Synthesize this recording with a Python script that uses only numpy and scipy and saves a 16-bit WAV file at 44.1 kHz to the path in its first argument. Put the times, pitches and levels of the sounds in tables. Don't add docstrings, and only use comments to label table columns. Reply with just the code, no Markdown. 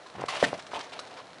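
import sys
import numpy as np
from scipy import signal
from scipy.fft import rfft, irfft, next_fast_len
from scipy.io import wavfile
from scipy.ndimage import map_coordinates

SR = 44100
rng = np.random.default_rng(int(sys.argv[2]) if len(sys.argv) > 2 else 0)


def generate_wav(sig):
    pcm = np.round(np.clip(np.atleast_2d(sig).T, -1, 1) * 32767).astype(np.int16)
    wavfile.write(sys.argv[1], SR, pcm)


N = 61739

# freq_hz, t60_s
ROOM_DECAY = [(150, 0.19), (700, 0.6), (3000, 0.39), (10000, 0.57)]
# freq_hz, level_db
HUSH_SPECTRUM = [(15, -44), (25, -17.5), (124, -11), (234, -7), (378, -4.5), (629, 2), (853, -4.5),
                 (1350, -6), (1650, -6.5), (2420, -13.5), (3040, -14.5), (4220, -13), (4560, -20),
                 (5450, -19), (10800, -30.5), (14100, -83), (22000, -120)]
# time_s, level_db
RUB_ENVELOPE = [(0, -61), (.135, -62), (0.159, -40), (0.174, -52.5), (0.188, -41.5), (0.236, -39.5),
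                (.26, -54.5), (.39, -49), (0.422, -73), (0.431, -38), (0.479, -40.5), (.51, -47.5),
                (0.547, -43), (.58, -55), (0.851, -60.5), (1.4, -60)]
# freq_hz, level_db
RUB_SPECTRUM = [(30, -49), (60, -35), (90, 3), (130, 6), (220, 3), (450, 4), (800, 0.5), (1300, -1.5),
                (3000, -9.5), (9000, -38)]
# start_s, length_s, level_db, tilt_db_per_oct, resonance_hz
PAPER_CRACKLES = [(0.062, 0.012, -52.5, 3, 3860), (0.209, 0.0041, -43, 6, 2960),
                  (0.257, 0.008, -46.5, 4.5, 3180), (0.283, 0.024, -40.5, 2, 4650),
                  (0.401, 0.007, -34, 2, 3500), (0.538, 0.0084, -41.5, -0.5, 5000),
                  (0.576, 0.0052, -48, 5, 3470), (0.592, 0.0096, -41.5, 0, 2950),
                  (0.623, 0.0016, -48.5, 5.5, 3960), (0.665, 0.009, -47.5, 2, 2770),
                  (0.711, 0.021, -46, 0.5, 1530), (0.7465, 0.0017, -39, -0.5, 3230),
                  (0.76, 0.0017, -38.5, 1, 3360), (0.7914, 0.003, -37, 2.5, 1220),
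                  (0.8025, 0.004, -36.5, -2.5, 1690), (0.808, 0.0066, -39.5, 1, 4830),
                  (0.829, 0.026, -52, 3, 6450), (0.893, 0.0052, -49.5, 3, 4500),
                  (0.931, 0.0092, -43.5, 0.5, 4350), (0.9907, 0.0016, -33.5, -0.5, 3930),
                  (0.9949, 0.003, -37.5, 4, 8900), (1.033, 0.0028, -50, -4, 4200),
                  (1.071, 0.0075, -50, 2, 4400), (1.109, 0.0097, -50.5, 0, 4000),
                  (1.144, 0.002, -50, -1, 4000), (1.17, 0.022, -50, 0.5, 4500)]
# freq_hz, level_db
SNAP_SPECTRUM = [(200, -17), (700, 3), (1500, 9), (2500, 2.5), (4000, 2), (5500, -2), (7000, -9.5),
                 (9000, -12.5), (11000, -29.5)]
# start_s, level_db, pitch_hz, swell_s, waver_rad
FOAM_SQUEAKS = [(.058, -42.5, 1035, 0.0057, 0.45), (0.139, -47.5, 138.7, 0.02, 0.65),
                (0.17, -40, 118, 0.0077, 0.62), (0.2837, -24, 1140, 0.0035, 1.3),
                (.287, -34, 2012, .007, .5), (.432, -24.5, 263.7, 0.005, 0.35),
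                (.462, -28.5, 487, 0.0024, 0.7), (0.471, -41.5, 139.4, 0.013, 1.2),
                (.545, -32, 656, 0.0047, 1.1), (.763, -31.5, 935, 0.0082, 1.13),
                (.995, -48.5, 1450, .011, 0.61), (.998, -40, 4000, .002, 0.15),
                (1.182, -42.5, 1094, 0.011, 1.2)]
# start_s, length_s, level_db, change_db, tilt_db_per_oct
SCRAPE_STROKES = [(0.282, 0.033, -31.5, -6, 1.8), (0.316, 0.056, -37.5, 5, 0.5),
                  (0.371, 0.028, -38.5, -3.5, 1), (0.392, 0.052, -42, 7, 3), (0.442, 0.0091, -36.5, 6, 1),
                  (0.462, 0.028, -40.5, -3.5, 4.5), (0.732, 0.041, -38.5, 0, 0),
                  (0.779, 0.019, -43.5, 2, -7), (0.814, 0.058, -48.5, 0, -2.9),
                  (0.918, 0.019, -42.5, 0.5, 0), (0.945, 0.038, -45, 0, -1.5), (0.989, 0.17, -50.5, -1, -5),
                  (1.163, 0.047, -46, -2, -1.5)]
# freq_hz, level_db
SCRAPE_SPECTRUM = [(59, -50), (100, -27), (170, -22), (195, -33), (288, -9), (324, -13.5), (350, -14),
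                   (470, -10), (710, -2.5), (1410, -10.5), (1750, -12.5), (2910, -9), (10800, -35),
                   (14100, -105), (22000, -120)]
# start_s, level_db
CLATTER_HITS = [(0.4269, -25.5), (0.4359, -23.5), (.4410, -16.5), (.4455, -21.5), (0.4482, -21),
                (0.449, -45)]
# freq_hz, level_db, t60_s
OBJECT_MODES = [(1620, -10.5, 0.068), (1822, -5, 0.023), (1884, -5, 0.049), (2660, -17, 0.024),
                (3080, -10, 0.016), (3460, -22, 0.077), (5970, -18.5, 0.033), (7530, -22.5, 0.031)]
# start_s, level_db, pitch_hz, swell_s
BOARD_KNOCKS = [(.1520, -33.5, 780, 0.0021), (.1838, -29.5, 765, 0.00034), (0.195, -31.5, 490, 0.00083),
                (0.2198, -26.5, 836, 0.00082), (0.2390, -19, 560, 0.00062), (.3375, -30, 1000, 0.00055),
                (.3565, -26.5, 950, .0005), (.3685, -28.5, 654, 0.0012), (0.4274, -7, 558, 0.0012),
                (.5304, -17.5, 615, 0.00064), (.5890, -30.5, 864, 0.0003), (0.7176, -32, 780, 0.00028),
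                (.7340, -25.5, 860, 0.0004), (.7370, -24.5, 710, 0.00093), (.7525, -32, 950, 0.00058),
                (0.7582, -25, 930, 0.0006), (0.7875, -32, 760, 0.00055), (0.9923, -27, 1010, 0.00043)]
# freq_hz, level_db, t60_s
FOAM_BOARD_MODES = [(115, -28, 0.23), (172, -22, 0.26), (265, -23, 0.046), (454, -38, 0.22),
                    (592, -19, 0.16), (701.5, -20, 0.086), (772, -21.5, 0.11), (930, -17, 0.036),
                    (1050, -21, 0.041)]


def amp(db):
    return 10 ** (np.asarray(db) / 20)


def unit_rms(x):
    return x / np.sqrt(np.mean(x ** 2) + 1e-20)


def log_interp(points, hz):
    freqs_hz, values = np.transpose(points)
    return np.interp(np.log(hz + 1), np.log(freqs_hz + 1), values)


def since(start_s):
    return np.maximum(np.arange(N) / SR - start_s, 0)


def coloured(x, spectrum, tilt_db_per_oct=0):
    size = 2 * next_fast_len(N // 2 + 4096)
    hz = np.fft.rfftfreq(size, 1 / SR)
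    gain_db = log_interp(spectrum, hz) + tilt_db_per_oct * np.log2(np.maximum(hz, 400) / 2000)
    cepstrum = irfft(np.log(amp(gain_db)))
    cepstrum[1:size // 2] *= 2
    cepstrum[size // 2 + 1:] = 0
    return unit_rms(irfft(rfft(x, size) * np.exp(rfft(cepstrum)), size)[:N])


def impulses(per_s, scatter_db):
    sizes = amp(scatter_db * np.clip(rng.standard_normal(N), -2, 2))
    signs = np.sign(rng.standard_normal(N))
    return unit_rms(sizes * signs * (rng.random(N) < per_s / SR))


def stroke(start_s, length_s, attack_s, release_s):
    return (1 - np.exp(-since(start_s) / attack_s)) * np.exp(-since(start_s + length_s) / release_s)


def swell(t, peak_s):
    return t / peak_s * np.exp(1 - t / peak_s)


def ring(modes, start_s, scatter_db=1.5):
    t = since(start_s)
    live = (t > 0) & (t < .3)
    out, t = np.zeros(N), t[live]
    for hz, db, t60_s in modes:
        strike_db = db + scatter_db * rng.standard_normal()
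        out[live] += amp(strike_db - 60 * t / t60_s) * np.sin(2 * np.pi * hz * t)
    return out


def paper_patch(resonance_hz, height_db=5, width_oct=0.24):
    hz = np.geomspace(100, 16000, 90)
    peak_db = height_db * np.exp(-(np.log2(hz / resonance_hz) / width_oct) ** 2)
    return np.transpose([hz, log_interp(SNAP_SPECTRUM, hz) + peak_db])


def room(x, onset_s=0.00062):
    hz, t, bands = signal.stft(rng.standard_normal(SR // 2), SR, nperseg=256)
    decay = amp(-60 * t / log_interp(ROOM_DECAY, hz)[:, None])
    tail = signal.istft(bands * decay, SR, nperseg=256)[1]
    tail *= 1 - np.exp(-np.arange(len(tail)) / SR / onset_s)
    return signal.fftconvolve(x, tail / np.linalg.norm(tail))[:N]


def background(hush_db=-51, ticks_db=-61.5):
    hush = coloured(rng.standard_normal(N), HUSH_SPECTRUM)
    snaps = impulses(per_s=75, scatter_db=4)
    ticks = coloured(snaps, paper_patch(resonance_hz=4240), tilt_db_per_oct=0.5)
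    return amp(hush_db) * hush + amp(ticks_db) * ticks


def rub():
    level_db = np.interp(np.arange(N) / SR, *np.transpose(RUB_ENVELOPE))
    return amp(level_db) * coloured(impulses(per_s=3000, scatter_db=5), RUB_SPECTRUM)


def crackles():
    out = np.zeros(N)
    for start_s, length_s, db, tilt_db_per_oct, resonance_hz in PAPER_CRACKLES:
        envelope = amp(db) * stroke(start_s, length_s, attack_s=0.00056, release_s=0.0047)
        snaps = impulses(per_s=6500, scatter_db=1.5)
        out += envelope * coloured(snaps, paper_patch(resonance_hz), tilt_db_per_oct)
    return out


def squeaks(wavers_per_cycle=0.34):
    out = np.zeros(N)
    for start_s, db, hz, swell_s, waver_rad in FOAM_SQUEAKS:
        t = since(start_s)
        cycles = np.arange(N) / SR * hz
        waver = map_coordinates(rng.standard_normal(4096), [cycles * wavers_per_cycle])
        out += amp(db) * swell(t, swell_s) ** 2 * np.sin(2 * np.pi * hz * t + waver_rad * waver)
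    return out


def scrapes():
    out = np.zeros(N)
    for start_s, length_s, db, change_db, tilt_db_per_oct in SCRAPE_STROKES:
        level_db = db + change_db * np.minimum(since(start_s) / length_s, 1)
        envelope = amp(level_db) * stroke(start_s, length_s, attack_s=0.0036, release_s=0.0085)
        slips = impulses(per_s=3800, scatter_db=1.5)
        out += envelope * coloured(slips, SCRAPE_SPECTRUM, tilt_db_per_oct)
    return out


def clatter(crack_db=-9, crack_t60_s=0.03):
    out = np.zeros(N)
    for start_s, db in CLATTER_HITS:
        t = since(start_s)
        ringing = ring(OBJECT_MODES, start_s)
        envelope = (t > 0) * amp(crack_db - 60 * t / crack_t60_s)
        crack = envelope * coloured(rng.standard_normal(N), SNAP_SPECTRUM)
        out += amp(db) * (ringing + crack)
    return out


def flex(start_s, hz, swell_s, cut_hz=198):
    t = since(start_s)
    swing = swell(t, swell_s) ** 1.64 * np.sin(2 * np.pi * hz * t)
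    return signal.sosfilt(signal.butter(2, cut_hz, 'highpass', fs=SR, output='sos'), swing)


def knocks(corner_cycles=0.22):
    out = np.zeros(N)
    for start_s, db, pitch_hz, swell_s in BOARD_KNOCKS:
        modes = []
        for hz, mode_db, t60_s in FOAM_BOARD_MODES:
            loss_db = 20 * np.log10(1 + (corner_cycles / (hz * swell_s)) ** 2)
            modes.append((hz, mode_db - loss_db, t60_s))
        out -= amp(db) * (flex(start_s, pitch_hz, swell_s) + ring(modes, start_s))
    return out


def scene():
    board = knocks()
    friction = squeaks() + scrapes() + rub()
    paper = crackles()
    hard_object = clatter()
    reverb = room(amp(-19.5) * board + amp(-8.5) * (friction + paper) + amp(-18.5) * hard_object)
    return (board + friction + paper + hard_object + reverb + background())[None]


def record(dry, low_cut_hz=54, top_hz=11100):
    thinned = signal.sosfilt(signal.butter(4, low_cut_hz, 'highpass', fs=SR, output='sos'), dry)
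    size = next_fast_len(N + SR // 4)
    passband = np.fft.rfftfreq(size, 1 / SR) < top_hz
    return irfft(rfft(thinned, size) * passband, size)[:, :N]


dry = scene()
out = record(dry)
generate_wav(out)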